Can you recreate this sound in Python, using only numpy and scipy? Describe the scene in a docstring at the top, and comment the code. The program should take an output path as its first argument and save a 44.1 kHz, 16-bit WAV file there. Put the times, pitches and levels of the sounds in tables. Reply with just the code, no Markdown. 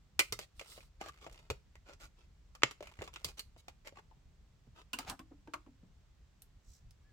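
"""A small, quiet room with a low rumble: close to a stereo microphone, a hand works a disc off the hub of its case.
Plastic contacts are cracks, flexing noise and ringing plates; fingers rub as noisy slips and catches; the case bumps
the desk as decaying low sines under a dull knock. The hub lets go with a loud snap. The disc is then laid in the
open tray of a player: it clatters, skids in two layers of noise and drops into its seat while the tray wobbles in
two low modes. A few faint ticks ring out; near the end come a whisk of bright noise and a squeak of one gliding sine."""
import sys
import numpy as np
from scipy import signal
from scipy.fft import rfft, irfft, next_fast_len
from scipy.io import wavfile
from scipy.ndimage import map_coordinates

SR = 44100
rng = np.random.default_rng(int(sys.argv[2]) if len(sys.argv) > 2 else 0)


def master_out(mix):
    """Clip the mix to full scale and print it as 16-bit PCM to the path in sys.argv[1]."""
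    frames = np.transpose(np.atleast_2d(mix))
    ceiling = np.clip(frames, -1, 1)
    pcm = np.round(ceiling * 32767).astype(np.int16)
    wavfile.write(sys.argv[1], SR, pcm)


N = 314244


def amp(db):
    """Decibels to gain."""
    return 10 ** (np.asarray(db) / 20)


def unit(x):
    """x at rms 1."""
    return x / np.sqrt(np.mean(x ** 2) + 1e-20)


def along(points, hz):
    """Read a curve of (Hz, value) points on a log frequency axis."""
    f, v = np.transpose(points)
    return np.interp(np.log(hz + 1), np.log(f + 1), v)


def filtered(x, response):
    """x times a response of frequency."""
    n = x.shape[-1]
    m = next_fast_len(n + SR // 8)
    return irfft(rfft(x, m) * response(np.fft.rfftfreq(m, 1 / SR)), m)[..., :n]


def causal(x, gain_db, size=4096):
    """Colour x with a minimum-phase filter, so that nothing sounds before a blow."""
    log_gain = gain_db(np.fft.rfftfreq(size, 1 / SR)) * np.log(10) / 20
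    cepstrum = irfft(log_gain)
    # folding the cepstrum onto positive time makes the filter minimum-phase
    cepstrum[1:size // 2] *= 2
    cepstrum[size // 2 + 1:] = 0
    impulse = irfft(np.exp(rfft(cepstrum)))
    return signal.fftconvolve(x, impulse[None], axes=1)[:, :x.shape[1]]


def add(track, s, sound):
    """Mix a sound into the track from time s."""
    part = track[:, max(round(s * SR), 0):][:, :sound.shape[-1]]
    part += sound[..., :part.shape[1]]


def wobble(n, rate):
    """A smooth random curve of n samples, rate knots a second."""
    return map_coordinates(rng.standard_normal(int(n * rate / SR) + 4), [np.arange(n) * rate / SR])


def pair(n, alike, lead_ms, shared_hz=600):
    """White noise at two ports: long waves reach both alike, short ones only partly; the left leads by lead_ms."""
    hz = np.fft.rfftfreq(n, 1 / SR)
    noise = rfft(rng.standard_normal((3, n)))
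    own = np.clip(1 - alike, 0, 1) * hz ** 2 / (hz ** 2 + shared_hz ** 2)
    ports = np.sqrt(1 - own) * noise[0] + np.sqrt(own) * noise[1:]
    lead = np.pi * hz * lead_ms / 1000 * np.array([[1], [-1]])
    return irfft(ports * np.exp(1j * lead), n)


def dying(noise, t60, attack=0.0029):
    """Noise with a quick start and an exponential decay, mean energy 1 a channel."""
    t = np.arange(noise.shape[1]) / SR
    burst = noise * 10 ** (-3 * t / t60) * (1 - np.exp(-t / attack))
    return unit(burst) / np.sqrt(len(t))


def plastic(hz, knock_db, snap_db, fizz_db):
    """Spectrum of a contact in dB: thin plastic radiates little bass, and hard edges add treble."""
    knock = [(50, knock_db - 28), (230, knock_db - 6.5), (390, knock_db + 0.6), (650, knock_db - 3.5)]
    middle = [(1250, -0.5), (1650, -6), (2700, 2 + snap_db / 4)]
    snap = [(3900, snap_db + 2.5), (7200, snap_db - 1)]
    fizz = [(8400, fizz_db + 7.5), (11000, fizz_db + 2), (15500, fizz_db - 2)]
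    return along(knock + middle + snap + fizz, hz)


def plate(modes, hz):
    """Gain in dB of a plate whose main modes stand out of a bed of dense weak ones."""
    power = sum(amp(db) ** 2 / (1 + (2 * (hz - f) / width) ** 2) for f, width, db in modes)
    return 10 * np.log10(1 + power)


def hump(hz, centre_hz, octaves):
    """Shape of one resonance: 1 at its centre, 0 far from it."""
    return 1 / (1 + np.abs(np.log2((hz + 1) / centre_hz) / octaves) ** 3)


def touch_point(hz, depth_db, spacing_hz=110):
    """Every point of contact favours other modes: a random ripple in dB over frequency."""
    ripple = depth_db * map_coordinates(rng.standard_normal(SR // 20), [hz / spacing_hz], mode="wrap")
    return ripple - 10 * np.log10(np.mean(amp(ripple) ** 2))  # mean power gain 1


def bending(n, lead_ms, spread_s, apart, step_hz=500):
    """A crack of energy about 1: bending waves of each pitch leave the plate at their own moment."""
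    hz = np.fft.rfftfreq(n, 1 / SR)
    late, split = (map_coordinates(rng.standard_normal(SR // 20), [hz / step_hz], mode="wrap")
                   for _ in range(2))
    delay_s = spread_s * (np.abs(late) + .25)
    phase = -2 * np.pi * np.cumsum(delay_s) * SR / n
    # the two ports hear different phases, more so in the treble
    port_phase = np.pi * hz * lead_ms / 1000 + apart * split * hz / (hz + 2 * step_hz)
    ports = port_phase * np.array([[1], [-1]])
    return irfft(np.exp(1j * (phase + ports)), n) * (np.arange(n) < n // 4)


PIVOT_HZ = 2500  # soft contacts that ring below this gain knock, those above it lose knock
KNOCK_PER_OCTAVE = 0.48  # dB of knock per octave under the pivot, for each dB of edge lost
CLICK_FIZZ_GROWS = 1.7  # dB of top treble per dB of edge
SOFT_DAMPS = 0.17  # dB of ring lost per dB of edge lost: a soft touch also damps the plate
CHATTER_DB, CHATTER_RATE = 3, 510  # the loose disc buzzes on the plastic: depth, random knots a second


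def clicks(rows, modes, lead_ms=.15, spread_s=.0012, flex_t60=0.038, ring_t60=0.092,
           crack_db=-4, flex_db=-5, ring_db=-8.5, peak_db=6, peak_octaves=0.2, ripple_db=4.0,
           softness=0.067, knock_db=-4.5, fizz_db=-6):
    """Contacts: a crack, the quick flexing of the plastic around it, and the ring of the plates."""
    out, n = np.zeros((2, N)), SR // 5
    for s, db, edge_db, main_hz in rows:
        crack = amp(crack_db) * bending(n, lead_ms, spread_s, apart=0.91)
        chatter = amp(CHATTER_DB * wobble(n, CHATTER_RATE))
        flex = amp(flex_db) * dying(pair(n, 0.28, lead_ms) * chatter, flex_t60)
        ringing = filtered(pair(n, 0.068, lead_ms),
                           lambda hz: amp(plate(modes, hz) + touch_point(hz, ripple_db)))
        ring = amp(ring_db + SOFT_DAMPS * edge_db) * dying(ringing, ring_t60)
        # a hard edge fills every band; with softness set, a soft one gathers around its main resonance
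        knock = knock_db + KNOCK_PER_OCTAVE * edge_db * np.log2(main_hz / PIVOT_HZ)
        fizz = fizz_db + CLICK_FIZZ_GROWS * edge_db
        main = lambda hz: (peak_db - softness * edge_db) * hump(hz, main_hz, peak_octaves)
        colour = lambda hz: (plastic(hz, knock, edge_db, fizz) + main(hz)
                             + touch_point(hz, ripple_db / 2, spacing_hz=263.0))
        add(out, s, amp(db) * causal(crack + flex + ring, colour))
    return out


def thuds(rows, t60, level_db, overtone, overtone_db, puff_db, attack=0.0037):
    """A soft push swings a whole body in its lowest two modes, with a dull knock around them."""
    out, t = np.zeros((2, N)), np.arange(SR // 3) / SR
    for s, db, hz in rows:
        upper_hz = hz * overtone * rng.uniform(.93, 1.07)
        swing = np.sin(2 * np.pi * hz * t) + amp(overtone_db) * np.sin(2 * np.pi * upper_hz * t)
        knock = unit(filtered(pair(len(t), 0.43, 0), lambda f: (f / hz) ** 2 / (1 + (f / hz) ** 4)))
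        fade = 10 ** (-3 * t / t60)
        body = swing + amp(puff_db) * fade * knock  # the knock dies twice as fast as the swing
        add(out, s, amp(db + level_db) * fade * (1 - np.exp(-t / attack)) * body)
    return out


# Spectrum of the still room. Each row: frequency in Hz, relative density in dB per Hz.
ROOM_SPECTRUM = [(15, -28), (30, -6), (56, -5), (95, -13.5), (150, -17.5), (280, -31.5), (600, -37.5),
                 (3500, -44.5), (7700, -49), (9500, -60.5)]


def room_tone(level_db=-62.5, swell_db=3):
    """A randomly swelling rumble that both ports share, under a faint hiss that they mostly do not."""
    shared = [(100, .93), (400, 0.41), (6000, 0.11)]  # (Hz, likeness of the ports)
    turn = lambda hz: np.arccos(np.clip(along(shared, hz), 0, 1)) / 2
    balance = lambda hz: np.array([np.ones_like(hz), np.tan(turn(hz))])
    mid, side = filtered(rng.standard_normal((2, N)),
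                         lambda hz: amp(along(ROOM_SPECTRUM, hz)) * balance(hz))
    tone = unit(np.array([mid + side, mid - side]))
    rumble = filtered(tone, lambda hz: 1 / (1 + (hz / 200) ** 4))
    return amp(level_db) * (tone + rumble * (amp(swell_db * wobble(N, 19.0)) - 1))


def room(x, t60=0.23):
    """The walls of a small, furnished room: a noise tail that builds in milliseconds and dies quickly."""
    return signal.fftconvolve(x, dying(rng.standard_normal((2, SR // 2)), t60), axes=1)[:, :N]


def squeak(start_s=7.04, length_s=0.08, top_hz=1730, droop_hz=130, level_db=-75):
    """A faint, thin squeak: one sine whose pitch rises and falls in an arch."""
    out, arch = np.zeros((2, N)), np.sin(np.linspace(0, np.pi, round(length_s * SR)))
    phase = 2 * np.pi * np.cumsum(top_hz - droop_hz * (1 - arch)) / SR
    add(out, start_s, amp(level_db) * np.sqrt(np.abs(arch)) * np.sin(phase))
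    return out


def whisk(peak_s=6.745, rise_s=0.055, fall_s=0.028, level_db=-67):
    """A thin, bright hiss of coloured noise swells slowly and fades fast."""
    t = np.arange(N) / SR - peak_s
    bell = np.exp(-(t / np.where(t < 0, rise_s, fall_s)) ** 2 / 2)
    swell = bell * amp(2.7 * wobble(N, 160))
    colour = [(1500, -41), (3500, -5), (5600, 4), (7800, 2.5), (9000, -9), (15500, -10)]  # (Hz, dB)
    hiss = filtered(pair(N, 0.31, 0), lambda hz: amp(along(colour, hz) + touch_point(hz, 2.1)))
    return amp(level_db) * swell * unit(hiss)


# The case bumps on the desk. Each row: start in seconds, relative level in dB, pitch in Hz.
DESK_BUMPS = [(0.32, -48, 113), (1.5, -35.5, 78), (2.633, -41.5, 127.5), (2.989, -42.5, 82.6),
              (3.256, -46.5, 86), (4.168, -60.5, 147), (4.669, -55, 123.5)]


def desk_bumps():
    """The case meets the desk and the whole body swings in two low modes with a dull knock."""
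    return thuds(DESK_BUMPS, t60=0.1, level_db=5.5, overtone=1.7, overtone_db=-7.5, puff_db=0.0)


# The tray stiffens as the hand presses down and slackens as it lets go.
# Each row: time in seconds, pitch of the wobble in Hz, level in dB.
TRAY_STIFFNESS = [(4.93, 244.5, -49.5), (5.54, 302.3, -54), (5.67, 237, -51.5), (5.851, 174, -58)]


def tray_wobbles(lag_s=0.0041):
    """Each tray contact and the first seating clack set the tray wobbling on its rails, in two close modes."""
    times, hz, db = np.transpose(TRAY_STIFFNESS)
    rows = [(s + lag_s, np.interp(s, times, db), np.interp(s, times, hz))
            for s, *_ in TRAY_CONTACTS + SEATING_CLACKS[:1]]
    return thuds(rows, t60=0.21, level_db=0, overtone=1.1, overtone_db=-1.5, puff_db=-1.0)


RUB_PEAK_DB, RUB_SINK_OCTAVES = 7.5, 0.33  # height of a rub's resonance, its fall either side of the middle


def sinking(x, n, main_hz, octaves=0.15):
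    """A resonance that glides down through main_hz during the first n samples of x."""
    progress = np.clip(2 * np.arange(x.shape[1]) / n - 1, -1, 1)
    centre = lambda stage: main_hz * 2 ** (-stage * RUB_SINK_OCTAVES)
    at = lambda stage: causal(x, lambda hz: RUB_PEAK_DB * hump(hz, centre(stage), octaves))
    # crossfade through three fixed resonances: high, middle, low
    return sum(np.maximum(1 - np.abs(progress - stage), 0) * at(stage) for stage in (-1, 0, 1))


LIFT_S = 4.2  # before this the disc is in the case, afterwards over the tray
RUB_FIZZ_GROWS = 1.6  # dB of top treble per dB of edge
RUB_KNOCK_GROWS = 0.29  # dB of knock per dB of edge lost: a heavy rub moves the whole shell
RUB_RING = 0.22  # share of the plastic's resonance, in dB, left under a sliding finger
# Fingers and plastic sliding. Each row: start in seconds, end in seconds, relative level in dB,
# edge in dB (low for a heavy, dull touch), main resonance in Hz.
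SLIDES = [(0.395, 0.457, -45, -3, 2330), (0.542, 0.891, -60, 6, 1400), (0.996, 1.109, -40.5, -8.5, 1380),
          (1.103, 1.531, -58.5, -7.5, 1230), (1.199, 1.278, -45.5, -9, 1150),
          (1.85, 1.963, -47, -10.5, 555), (1.991, 2.086, -46, -4.5, 1390), (2.162, 2.257, -56.5, -9, 2990),
          (2.803, 2.915, -51.5, -10.5, 750), (2.963, 3.09, -52.5, -4.5, 1010),
          (3.242, 3.322, -49.5, -1, 1040), (3.37, 3.401, -43, -3, 1700), (3.57, 3.614, -59.5, 2, 4000),
          (3.845, 3.902, -42, -8, 2010), (3.95, 4.014, -46, -12, 1090), (4.743, 4.837, -47.5, -10.5, 1250),
          (4.949, 5.067, -42.5, -10.5, 1300)]


def rubs(level_db=-4, grain_db=3.0, catch_rate=80, catch_size=0.74, catch_s=0.0017,
         ripple_db=4, knock_db=1.5, fizz_db=-10):
    """Sliding contact: a fine grain of slips, and sudden catches that grow as the touch gets heavier and duller."""
    out = np.zeros((2, N))
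    for start, end, db, edge_db, main_hz in SLIDES:
        n = round(max(end - start, .01) * SR)
        hits = rng.random(n) < catch_rate / SR
        catches = hits * (.5 + rng.random(n)) * catch_size * amp(-edge_db)
        released = signal.lfilter([1], [1, -np.exp(-1 / (catch_s * SR))], catches)
        slips = unit(amp(grain_db * wobble(n, 900)) + released)
        uneven = unit(amp(2.5 * wobble(n, 18.6)))  # the hand presses unevenly
        pressure = np.sin(np.linspace(0, np.pi, n)) * uneven
        stroke = np.pad(pressure * slips * pair(n, 0.25, .15), [(0, 0), (0, SR // 20)])
        knock, fizz = knock_db - RUB_KNOCK_GROWS * edge_db, fizz_db + RUB_FIZZ_GROWS * edge_db
        modes = CASE_RING if start < LIFT_S else TRAY_RING
        colour = lambda hz: (plastic(hz, knock, edge_db, fizz) + RUB_RING * plate(modes, hz)
                             + touch_point(hz, ripple_db))
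        add(out, start, amp(db + level_db) * sinking(causal(stroke, colour), n, main_hz))
    return out


# The rim of the disc skids over the tray.
# Each row: time in seconds, level of the hollow body in dB, level of the rasp in dB.
RIM_SKID = [(5.056, -67, -72), (5.079, -49, -51.5), (5.103, -49.5, -48), (5.131, -49, -64),
            (5.17, -74, -98)]


def skid(slip_rate=420, slip_db=1.0):
    """The rim sticks and slips on the tray: its hollow body drones on after the rasp has faded."""
    times, body_db, rasp_db = np.transpose(RIM_SKID)
    t = np.arange(times[0], times[-1], 1 / SR)
    slips = amp(slip_db * wobble(len(t), slip_rate))
    hollow = [(200, -4), (510, -15.5), (740, 1.5), (1100, -5.5), (1600, -9.5), (3000, -47)]  # (Hz, dB)
    body = lambda hz: along(hollow, hz)
    rasp = lambda hz: plastic(hz, -12.5, -5.0, -20) + plate(DISC_RING, hz) / 2
    level = lambda db: amp(np.interp(t, times, db))
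    layer = lambda colour, db: level(db) * unit(causal(slips * pair(len(t), 0.53, 0), colour))
    out = np.zeros((2, N))
    add(out, times[0], layer(body, body_db) + layer(rasp, rasp_db))
    return out


# Faint ringing ticks, one before and two after the dry clack of the disc dropping into its seat, one side
# after the other. Each row: start in seconds, relative level in dB, edge in dB, main resonance in Hz.
FAINT_TICKS = [(4.111, -31.5, -20, 936), (6.42, -35, 5, 12100), (6.908, -37.5, 0, 5260)]
SEATING_CLACKS = [(5.5363, -8, -11.5, 1270), (5.5398, -4.5, -13, 1206)]


def seating_and_ticks():
    """Seating clacks and faint ticks: strongly peaked contacts with little flexing."""
    return clicks(SEATING_CLACKS + FAINT_TICKS, TRAY_RING, lead_ms=0, ring_t60=0.089, flex_db=-9.5,
                  peak_db=7.5, peak_octaves=0.26, softness=0.39, knock_db=-7, fizz_db=-3.5)


# What disc and tray ring with. 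Each row: frequency in Hz, width in Hz, height in dB.
TRAY_RING = [(720, 45, 19.5), (930, 71, 9), (1050, 140, 8.5), (1578, 120, 15.5)]
# Contacts of disc and tray. Each row: start in seconds, relative level in dB, edge in dB, main resonance in Hz.
TRAY_CONTACTS = [(4.9316, -6, -5, 2750), (4.987, -7.5, -4, 1120), (5.097, -10.5, -2.5, 900),
                 (5.192, -19.5, -8.5, 1150), (5.308, -43, -14, 690), (5.4736, -26, -15, 910),
                 (5.662, -35, -15, 1070), (5.826, -49, -14, 590)]


def tray_contacts():
    """The disc clatters in the tray: short flexing, a strong ring, and soft touches gathered in one peak."""
    return clicks(TRAY_CONTACTS, TRAY_RING, lead_ms=0, spread_s=.0018, flex_t60=0.016,
                  ring_db=-1.5, peak_db=3.0, softness=0.68, knock_db=-8.0, fizz_db=-4)


# The fingers shift their grip on the case. Each row: start in seconds, end in seconds.
GRIP_SHIFTS = [(0.62, 0.84), (1.09, 1.41), (2.82, 3.07), (3.13, 3.32)]


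def fidgets(count=20, level_db=-31.5, scatter_db=5, edge_db=-8, lowest_hz=600, octaves=2.8):
    """Faint contacts scattered through each change of grip; under the fingers their flexing dies at once."""
    rows = []
    for start, end in GRIP_SHIFTS:
        for k, (when, size, pitch) in enumerate(rng.random((count, 3))):
            s = start + (k + when) / count * (end - start)
            db = level_db + scatter_db * (2 * size - 1)
            rows.append((s, db, edge_db, lowest_hz * 2 ** (octaves * pitch)))
    return clicks(rows, CASE_RING, flex_t60=.021, peak_db=6, peak_octaves=.5)


# What disc and case ring with. Each row: frequency in Hz, width in Hz, height in dB.
CASE_RING = [(413.4, 50, 5.5), (566, 76, 6.5), (1400, 190, 6), (2100, 140, 10.5), (2470, 49, 6),
             (4480, 110, 8.5), (7370, 220, 9.5)]
# Contacts of disc and case. Each row: start in seconds, relative level in dB,
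# edge in dB (high for a hard corner, low for a soft touch), main resonance in Hz.
CASE_CONTACTS = [(0.1907, -8, -23, 7300), (0.1928, 11, -4, 2200), (0.2016, 3, -6.5, 2650),
                 (0.3236, -2, -3.5, 5330), (0.3255, -12.5, -11, 470), (0.3898, -6.5, -6, 533),
                 (0.5946, -11.5, -7.5, 2510), (0.6116, -12.5, -10.5, 517), (0.777, -20, -14, 650),
                 (1.012, -7.5, -12.5, 738), (1.06, -16, -10.5, 727), (1.0849, -16.5, -7, 1680),
                 (1.2648, -13.5, -15.5, 665), (1.3269, -34, 0, 6600), (1.5012, -0.5, -9, 485),
                 (1.7544, -22, -11.5, 1920), (1.8941, -22, -13.5, 559), (1.934, -25, -8, 5780),
                 (2.5506, -18.5, -8, 1210), (2.7103, -13.5, -6, 1390), (2.8059, -17, -13.5, 590),
                 (2.8256, -14.5, -10.5, 660), (2.8708, -18, -10, 2580), (2.989, -16.5, -18.5, 1960),
                 (3.011, -14, -37, 1640), (3.019, -8, -12, 540), (3.04, -18.5, -8.5, 604),
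                 (3.0761, -12.5, -12, 1100), (3.1381, -19.5, -5.5, 2920), (3.1595, -7.5, -14, 3430),
                 (3.2452, -6.5, 0, 5000), (3.2872, -17.5, -5.5, 465), (3.3935, -10.5, -1.5, 4680),
                 (3.5626, -30, -15.5, 640), (3.682, -12.5, -9.5, 730), (3.873, -14.5, -7.5, 2050),
                 (3.9235, -31, -18.5, 576), (3.9855, -19, -20, 1520)]


def case_contacts():
    """The case ticks as the hand works the disc: each contact cracks, flexes and rings its plates."""
    return clicks(CASE_CONTACTS, CASE_RING)


# What the freed disc rings with. Each row: frequency in Hz, width in Hz, height in dB.
DISC_RING = [(560, 85, 16), (2140, 170, 12.5), (2492, 120, 3.5), (3030, 80, 3)]
# The hub lets go of the disc and springs back; the first row is a weak, dull tick just before.
# Each row: start in seconds, relative level in dB, edge in dB, main resonance in Hz.
HUB_RELEASE = [(2.6208, -8, -17.5, 2274), (2.6336, 16.5, -13.5, 2407), (2.6357, 7, -11.5, 3039)]


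def hub_snap():
    """The hub lets go in a strong, compact crack; the thumb still presses on the disc, so it rings less."""
    return clicks(HUB_RELEASE, DISC_RING, lead_ms=0.098, spread_s=0.00055, flex_t60=0.025, ring_t60=0.1,
                  crack_db=-0.33, flex_db=-7.5, ring_db=-15, peak_db=2.5, peak_octaves=.3,
                  softness=0, knock_db=-7.0, fizz_db=-14.0)


def scene():
    """Case, tray and fingers in the room."""
    faint = squeak() + whisk()
    low = desk_bumps() + tray_wobbles()
    sliding = rubs() + skid()
    contacts = seating_and_ticks() + tray_contacts() + fidgets() + case_contacts() + hub_snap()
    near = faint + low + sliding + contacts
    return near + amp(-17.5) * room(near) + room_tone()


def record(dry):
    """The two ports differ a little in colour; a very steep slope closes the band at 16.3 kHz."""
    balance = [(200, -.5), (1290, 3), (2380, -1.5), (4400, -3.5), (12000, -1.0)]  # (Hz, left-right dB)
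    coloured = filtered(dry, lambda hz: amp(along(balance, hz) * np.array([[.5], [-.5]])))
    return filtered(coloured, lambda hz: 1 / np.sqrt(1 + (hz / 16300) ** 120))


dry = scene()
out = record(dry)
master_out(out)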